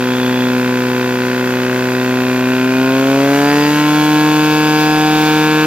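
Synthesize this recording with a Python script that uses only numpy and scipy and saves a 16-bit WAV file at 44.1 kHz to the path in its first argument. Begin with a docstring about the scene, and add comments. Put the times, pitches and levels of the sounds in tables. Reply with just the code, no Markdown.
"""A short raspy squeal sounds first, over a four-cylinder petrol fire pump on an open exhaust by a sports field.
As the hoses fill and the nozzles open, the revs climb, the cylinders fire more evenly and water rushes;
late in the climb the engine surges, then narrow bands of its buzz swell and fade and the spray splatters in bursts.
Engine: cosine orders, firing impulses rung through spectra and a pipe, gated noise; water: shaped stereo noise.
The engine stands to the listener's right; buildings round the field answer faintly over a low rumble."""
import sys
import numpy as np
from scipy import signal
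from scipy.fft import rfft, irfft, next_fast_len
from scipy.io import wavfile
from scipy.ndimage import uniform_filter1d, minimum_filter1d, map_coordinates

SR = 44100
rng = np.random.default_rng(int(sys.argv[2]) if len(sys.argv) > 2 else 0)


def output_pcm(signal):
    """Save a mono or channel-first signal as 16-bit PCM at the path in sys.argv[1].

    Samples are clipped to [-1, 1] before scaling.
    """
    pcm = np.clip(np.atleast_2d(signal).T, -1, 1) * 32767
    wavfile.write(sys.argv[1], SR, np.round(pcm).astype(np.int16))


N = 249606


def amp(db):
    """Logarithmic level: decibels to an amplitude ratio."""
    return 10 ** (np.asarray(db) / 20)


def levelled(x):
    """Power normalisation: hold the rms over a sliding fifth of a second at 1."""
    power = np.abs(uniform_filter1d(x ** 2, size=SR // 5))
    return x / np.sqrt(power + 1e-20)


def along(points, hz):
    """Logarithmic frequency scale: interpolate (frequency, value) points on it."""
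    point_hz, values = np.transpose(points)
    return np.interp(np.log(hz + 1), np.log(point_hz + 1), values)


def curve(rows):
    """Linear interpolation: (time, value) rows become one value per sample."""
    times, values = np.transpose(rows)
    return np.interp(np.arange(N) / SR, times, values)


def wobble(rate):
    """Band-limited random drift: a smooth curve through `rate` random knots a second."""
    knots = rng.standard_normal(int(N * rate / SR) + 4)
    return map_coordinates(knots, [np.arange(N) * rate / SR])


def filtered(x, response):
    """Linear filtering: multiply the spectrum by a complex response of frequency."""
    size = next_fast_len(N + SR // 2)
    hz = np.fft.rfftfreq(size, 1 / SR)
    return irfft(rfft(x, size) * response(hz), size)[..., :N]


def coloured(x, spectrum):
    """Spectral shaping: filter noise to a spectrum, at rms 1."""
    return levelled(filtered(x, lambda hz: amp(along(spectrum, hz))))


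def rung(x, spectrum, size=2048):
    """Minimum phase: the ringing that gives pulses their spectrum follows each one."""
    magnitude = amp(along(spectrum, np.fft.rfftfreq(size, 1 / SR)))
    cepstrum = irfft(np.log(magnitude))
    # folding the cepstrum onto positive time makes the response causal
    cepstrum[1:size // 2] *= 2
    cepstrum[size // 2 + 1:] = 0
    impulse_response = irfft(np.exp(rfft(cepstrum)))
    return signal.fftconvolve(x, impulse_response)[:N]


def pulses(at, sizes):
    """Fractional delay: share each impulse between its two neighbouring samples."""
    at = np.clip(at, 0, N - 2)
    whole = at.astype(int)
    part = at - whole
    return np.bincount(whole, sizes * (1 - part), N) + np.bincount(whole + 1, sizes * part, N)


def throb(train, decay, between):
    """Exponential relaxation: jump with each firing, then die away over `decay` seconds to `between`."""
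    return between + signal.lfilter([1], [1, -np.exp(-1 / (decay * SR))], train)


def returned(hz, round_trip=0.001651):
    """Open-end reflection: the wave comes back along the exhaust pipe delayed (s) and inverted."""
    return -np.exp(-2j * np.pi * hz * round_trip)


def pipe(hz, reflection=0.99):
    """Comb interference: each pulse is followed by its weaker return."""
    return 1 + reflection * returned(hz)


# fixed peaks and dips of the exhaust and its echoes: (frequency [Hz], level [dB])
EXHAUST_RESPONSE = [(126, -26.7), (140, -24.5), (153, -21.5), (250, -18.8), (260, -15.5), (292, -11),
                    (306, -13.2), (376, -23.5), (382, -20.7), (440, -18), (449, -29), (461, -20.3),
                    (502, -24.5), (513, -30), (530, -22), (555, -19), (600, -30), (614, -39), (626, -41),
                    (630, -31.5), (722, -24), (746, -38), (753, -28), (766, -23)]
WANDER_DB, WANDER_KNOTS_PER_S = 0.39, 2.16  # slow drift of the lines: dB times the order number


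def drone(firing_hz, firings, waver_db=0.37, count=5):
    """Source-filter principle: the lowest firing orders glide through the exhaust's fixed response."""
    out = np.zeros(N)
    for order in range(1, count + 1):
        db = along(EXHAUST_RESPONSE, order * firing_hz)
        db += order * WANDER_DB * wobble(WANDER_KNOTS_PER_S)
        db += waver_db * wobble(24.9)
        phase = 2 * np.pi * order * firings + np.angle(pipe(order * firing_hz))  # in step with the pulses
        out += amp(db) * np.sqrt(2) * np.cos(phase)
    return out


# unequal cylinders in firing order: (pulse at low revs [dB], pulse at high revs [dB])
CYLINDER_PULSES = [(-20, -3.2), (1.5, 1), (-14, -1.5), (-.5, 0)]


def combustion(firings, revs, scatter_db=.55, jitter=.000008):
    """Periodic excitation: one impulse per firing, from cylinders that grow more even with the revs."""
    number = np.arange(1, int(firings[-1]))
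    at = np.interp(number, firings, np.arange(N))
    chance = rng.standard_normal((len(number), 2))
    low_db, high_db = np.array(CYLINDER_PULSES)[number % len(CYLINDER_PULSES)].T
    evenness = revs[at.astype(int)] ** .8
    sizes = amp(low_db + evenness * (high_db - low_db) + scatter_db * chance[:, 0])
    return pulses(at + jitter * SR * chance[:, 1], sizes)  # jitter in seconds


# spectra of the blow-down pulse at low, middle and high revs: (frequency [Hz], level [dB])
LOW_REVS_PULSE = [(750, 6.5), (880, 3), (1005, 7.5), (1130, 13), (1270, 10), (1380, 6), (1450, 12),
                  (1530, 11.5), (1630, 7), (1760, 14), (1890, 12), (2050, -9), (3000, -36.5)]
MIDDLE_REVS_PULSE = [(850, -1), (1030, 0), (1170, 4), (1310, 3), (1400, -1), (1620, -2), (1770, 9),
                     (1910, 3), (2050, -7), (2190, -6), (2400, -22), (3000, -35)]
HIGH_REVS_PULSE = [(910, 2.5), (1070, 3.2), (1220, 12), (1380, 1.5), (1530, 3), (1690, 6.5), (1840, 9),
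                   (2050, -13), (3000, -35)]
EDGE_HZ, EDGE_WIDTH_HZ = 1076, 78  # weak cylinders lack the part of the pulse above this


def bark(edge, body, revs):
    """Blow-down radiation: pulses with an even body and uneven edge, whose colour moves with the revs."""
    def above(hz, corner_hz, width_hz):
        return (1 + np.tanh((hz - corner_hz) / width_hz)) / 2

    train = body + filtered(edge - body, lambda hz: above(hz, EDGE_HZ, EDGE_WIDTH_HZ))

    def voiced(spectrum, corner_hz):
        def response(hz):
            rounded = 1 / (1 + (hz / 3500) ** 6)
            return pipe(hz) * rounded * above(hz, corner_hz, 30)  # leaves the low orders to the drone
        return filtered(rung(train, spectrum), response)

    low = voiced(LOW_REVS_PULSE, 700)
    middle = voiced(MIDDLE_REVS_PULSE, 780)
    high = voiced(HIGH_REVS_PULSE, 830)
    climbing = np.interp(revs, [.12, .45], [0, 1])
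    topped = np.interp(revs, [.75, .95], [0, 1])
    return levelled((1 - climbing) * low + (climbing - topped) * middle + topped * high)


# spectrum of the steepened returning wave: (frequency [Hz], level [dB])
CRACK_SPECTRUM = [(1200, -42), (2000, -25.5), (2140, -1), (2280, 5.5), (2440, 6), (2590, 7), (2760, 1),
                  (2920, 4), (3080, -1), (3360, 0), (3520, 1), (3700, -3), (3850, -5), (4400, -5.5),
                  (4700, -5), (4900, -1), (5150, -13), (6500, -30)]


def crack(train, reflection=.28):
    """Wave steepening: the returning wave is a bright crack, which runs the pipe once more."""
    def response(hz):
        band = (hz > 900) / (1 + (hz / 6000) ** 8)
        return band * returned(hz) * pipe(hz, reflection)
    return levelled(filtered(rung(train, CRACK_SPECTRUM), response))


# swelling or dipping bands of the buzz: (centre time [s], half length [s], frequency [Hz], gain [dB])
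BAND_SWELLS = [(3.55, .17, 4840, 13), (4.146, 0.12, 2750, -4), (4.803, 0.36, 5000, 11.5),
               (5.3, 0.34, 3620, 7.5)]


def shifting(x, t, width_hz=110):
    """Time-varying equalisation: narrow bands of the buzz swell and fade."""
    out = x.copy()
    for centre_s, half_s, centre_hz, db in BAND_SWELLS:
        band = filtered(x, lambda hz: np.exp(-((hz - centre_hz) / width_hz) ** 2))
        gain = amp(db * np.exp(-((t - centre_s) / half_s) ** 4))
        out += (gain - 1) * band
    return out


# wavering lines at low revs: (multiple of the firing rate [ratio], level [dB])
GROWL_LINES = [(1.25, -45), (1.5, -43), (1.75, -42), (2.75, -46), (3.25, -44), (3.5, -47), (4.25, -43),
               (4.5, -42), (5.5, -45)]


def growl(firings, wander_db=2.0):
    """Subharmonic modulation: unequal cylinders put wavering lines between the drone's orders."""
    out = np.zeros(N)
    for multiple, db in GROWL_LINES:
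        out += amp(db + wander_db * wobble(3.13)) * np.cos(2 * np.pi * multiple * firings)
    return np.sqrt(2) * out


# spectrum of the torn gas: (frequency [Hz], density [dB per Hz])
RASP_SPECTRUM = [(100, -18), (300, 3), (750, 5.5), (1600, 6), (2100, 4.5), (2400, 1), (2560, -8),
                 (2900, 3.5), (4300, 0.5), (5200, -0.5), (6500, -29), (14500, -6), (15800, -55)]


def rasp(train, decay=.004, between=.4):
    """Jet turbulence: gas tears at the pipe mouth with each pulse."""
    return coloured(rng.standard_normal(N) * throb(train, decay, between), RASP_SPECTRUM)


def rattle(firings, size=1400):
    """Cyclic noise: valve gear and pump repeat a slowly drifting rattle every four firings."""
    place = firings / len(CYLINDER_PULSES) % 1 * size
    patterns = rng.standard_normal((2, size))
    first, second = [map_coordinates(row, [place], mode="grid-wrap") for row in patterns]
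    drift = 0.77 * wobble(1.232)  # radians of blend between the two patterns
    return np.cos(drift) * first + np.sin(drift) * second


# spectrum of the rattle: (frequency [Hz], density [dB per Hz])
CLATTER_SPECTRUM = [(60, -16), (120, -5), (190, -13), (450, 1), (620, -12.5), (850, -11), (1450, -3.5),
                    (2000, -4.5), (2400, -5), (2700, -8), (4000, -16.5), (8000, -62)]


def clatter(train, firings):
    """Amplitude modulation: the rattle is strongest just after each firing."""
    return coloured(rattle(firings) * throb(train, decay=0.0013, between=0.35), CLATTER_SPECTRUM)


RING_HZ, RING_WIDTH_HZ = 2510, 200


def casing(firings, noisy=.7):
    """Forced resonance: rattle and random knocking ring the casing at one pitch, whatever the revs."""
    def resonance(hz):
        damping = 1j * hz * RING_WIDTH_HZ
        return damping / (RING_HZ ** 2 - hz ** 2 + damping)
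    knocking = rattle(firings) + noisy * rng.standard_normal(N)
    return levelled(filtered(knocking, lambda hz: resonance(hz) ** 2))


# steady metallic ring: (time [s], level [dB])
CASING_LEVEL = [(.3, -35), (2.2, -31.5), (3.15, -31.5), (3.6, -43)]
# each layer: level at low revs (dB), change at full revs (dB)
BARK_DB, BARK_GAIN_DB = -24, 5.2
CRACK_DB, CRACK_GAIN_DB = -34, 10.5
RASP_DB, RASP_GAIN_DB = -30.5, 2
CLATTER_DB, CLATTER_GAIN_DB = -29, -2
GROWL_GAIN_DB = 2.5
OPENING_DB, OPENING_S = 0.5, 0.59  # the bark starts a little harder and eases
SURGE_S, SURGE_WIDTH_S, SURGE_DB = 3.5, 0.15, 1.5  # bark and crack surge late in the climb


def engine(firings, revs, t):
    """Superposition: the exhaust grows with the revs and surges near the top; clatter and ring recede."""
    train = combustion(firings, revs)
    even_train = combustion(firings, np.ones(N))
    opening_db = OPENING_DB * np.clip(1 - t / OPENING_S, 0, 1)
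    out = amp(BARK_DB + BARK_GAIN_DB * revs + opening_db) * bark(train, even_train, revs)
    out += amp(CRACK_DB + CRACK_GAIN_DB * revs) * shifting(crack(train), t)
    out *= amp(SURGE_DB * np.exp(-((t - SURGE_S) / SURGE_WIDTH_S) ** 2))
    out += amp(GROWL_GAIN_DB * revs) * growl(firings)
    out += amp(RASP_DB + RASP_GAIN_DB * revs) * rasp(train)
    out += amp(CLATTER_DB + CLATTER_GAIN_DB * revs) * clatter(train, firings)
    return out + amp(curve(CASING_LEVEL)) * casing(firings)


# brief squeal at the start: (time [s], level [dB])
SQUEAL_LEVEL = [(0, -41), (.1, -32.5), (.38, -33), (.41, -30), (.49, -35), (.6, -50), (.68, -90)]
SQUEAL_HZ, SQUEAL_GLIDE_HZ_PER_S, SQUEAL_WIDTH_HZ = 3385, 130, 135


def squeal(t):
    """Narrow-band noise: slow noise modulates a rising carrier into a raspy squeal that peaks and stops."""
    slow_noise = lambda hz: 1 / (1 + (hz / SQUEAL_WIDTH_HZ) ** 2)
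    flutter = filtered(rng.standard_normal((2, N)), slow_noise)
    phase = 2 * np.pi * np.cumsum(SQUEAL_HZ + SQUEAL_GLIDE_HZ_PER_S * t) / SR
    tone = flutter[0] * np.cos(phase) + flutter[1] * np.sin(phase)
    return amp(curve(SQUEAL_LEVEL)) * levelled(tone)


# likeness of the left and right noise: (frequency [Hz], correlation [ratio])
EAR_LIKENESS = [(300, 1), (800, 0.18), (2500, 0.98), (5500, 0.21), (8000, 1), (10000, 1), (12000, 1)]


def air(spectrum):
    """Interaural coherence: wide noise that is partly alike in both ears."""
    def widths(hz):
        alike = np.clip(along(EAR_LIKENESS, hz), -1, 1)
        return np.sqrt([1 + alike, 1 - alike])
    mid, side = filtered(rng.standard_normal((2, N)), widths)
    return coloured(np.array([mid + side, mid - side]), spectrum)


# spectrum of the rushing water: (frequency [Hz], density [dB per Hz])
RUSH_SPECTRUM = [(30, -46), (120, -12), (300, 1), (700, -7), (1700, -6), (2900, -7), (4200, -6),
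                 (5300, -7.5), (6700, -5), (12000, -12.5), (14800, -11.5), (15800, -25)]
SPRAY_START_S, SPRAY_RISE_S = 2.84, 0.53  # the jets build up
RUSH_DB, SPRAY_GAIN_DB = -31.8, 5.3  # the rush before the jets, and what they add


def water(t, flutter_db=.5):
    """Turbulent flow noise: the rush swells as the jets build up, then holds."""
    flow = np.clip((t - SPRAY_START_S) / SPRAY_RISE_S, 0, 1)
    return amp(RUSH_DB + SPRAY_GAIN_DB * flow + flutter_db * wobble(27)) * air(RUSH_SPECTRUM)


# bursts of spray: (centre time [s], half length [s], level [dB])
SPRAY_BURSTS = [(4.526, 0.038, -28), (4.82, 0.061, -26), (5.257, 0.2, -26)]
# spectrum of the spray: (frequency [Hz], density [dB per Hz])
SPRAY_SPECTRUM = [(1200, -30), (2400, -5), (3300, -5), (5000, -7), (7500, -19)]


def splashes(t):
    """Droplet impact noise: the jets splatter in brief bursts."""
    envelope = sum(amp(db) * np.exp(-((t - centre_s) / half_s) ** 2) for centre_s, half_s, db in SPRAY_BURSTS)
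    return envelope * air(SPRAY_SPECTRUM)


# spectrum of the outdoor rumble: (frequency [Hz], density [dB per Hz])
RUMBLE_SPECTRUM = [(10, 3), (25, -1), (60, 5), (120, 9), (300, 11), (1000, -31)]


def rumble():
    """Ambient noise: a steady low outdoor rumble."""
    return amp(-42.5) * air(RUMBLE_SPECTRUM)


# distinct reflections: (delay [s], level [dB])
WALL_ECHOES = [(.0057, -13.5), (.0208, -19)]


def wall(x):
    """Comb filtering: gliding harmonics fade and swell as they cross the combs of two reflections."""
    def reflections(hz):
        return sum(amp(db) * np.exp(-2j * np.pi * hz * delay) for delay, db in WALL_ECHOES)
    return x + filtered(x, reflections)


# decay of the field's answer: (frequency [Hz], time to fall 60 dB [s])
FIELD_DECAY = [(200, 0.39), (2000, 1), (10000, 0.0093)]


def surroundings(x):
    """Diffuse reverberation: ground, fences and walls answer with exponentially decaying noise."""
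    noise = rng.standard_normal((2, SR // 3))
    hz, times, bins = signal.stft(noise, SR, nperseg=256)
    decay = amp(-60 * times / along(FIELD_DECAY, hz)[:, None])
    tail = signal.istft(bins * decay, SR, nperseg=256)[1]
    return signal.fftconvolve(x[None], tail / np.linalg.norm(tail[0]), axes=1)[:, :N]


def listening_position(x, lag=.000057, balance_db=.3):
    """Arrival-time difference: sound reaches the left a little later (lag in s), slightly louder."""
    side = np.array([[1], [-1]])  # left, right
    return amp(balance_db * side) * filtered(x, lambda hz: np.exp(-1j * np.pi * hz * lag * side))


# the shaft's speed: (time [s], firing rate [Hz])
SHAFT_SPEED = [(0.35, 125.75), (0.7, 125.3), (1.3, 125.4), (2.45, 127), (2.65, 128.3), (2.82, 130.3),
               (3.05, 134.4), (3.55, 145.8), (3.78, 149.5), (4.0, 151.1), (4.25, 152.1), (4.9, 152.9),
               (5.6, 154)]


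def scene():
    """Common drive: the shaft paces every engine layer, before rushing water and a low outdoor rumble."""
    t = np.arange(N) / SR
    firing_hz = curve(SHAFT_SPEED)
    firings = np.cumsum(firing_hz) / SR  # running count
    revs = (firing_hz - firing_hz.min()) / np.ptp(firing_hz)  # 0 at the slowest, 1 at the fastest
    sharp = engine(firings, revs, t)
    background = water(t) + splashes(t) + squeal(t) + rumble()
    direct = drone(firing_hz, firings) + wall(sharp) + background
    return listening_position(direct) + amp(-17) * surroundings(sharp)


TOP_HZ = 15800


def record(dry, ceiling=.98):
    """Peak limiting and band limiting: turn down the tallest peaks, then remove all from TOP_HZ up."""
    needed = ceiling / np.maximum(np.abs(dry).max(axis=0), ceiling)
    gain = uniform_filter1d(minimum_filter1d(needed, size=121), size=121)
    return filtered(dry * gain, lambda hz: hz < TOP_HZ)


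dry = scene()
out = record(dry)
output_pcm(out)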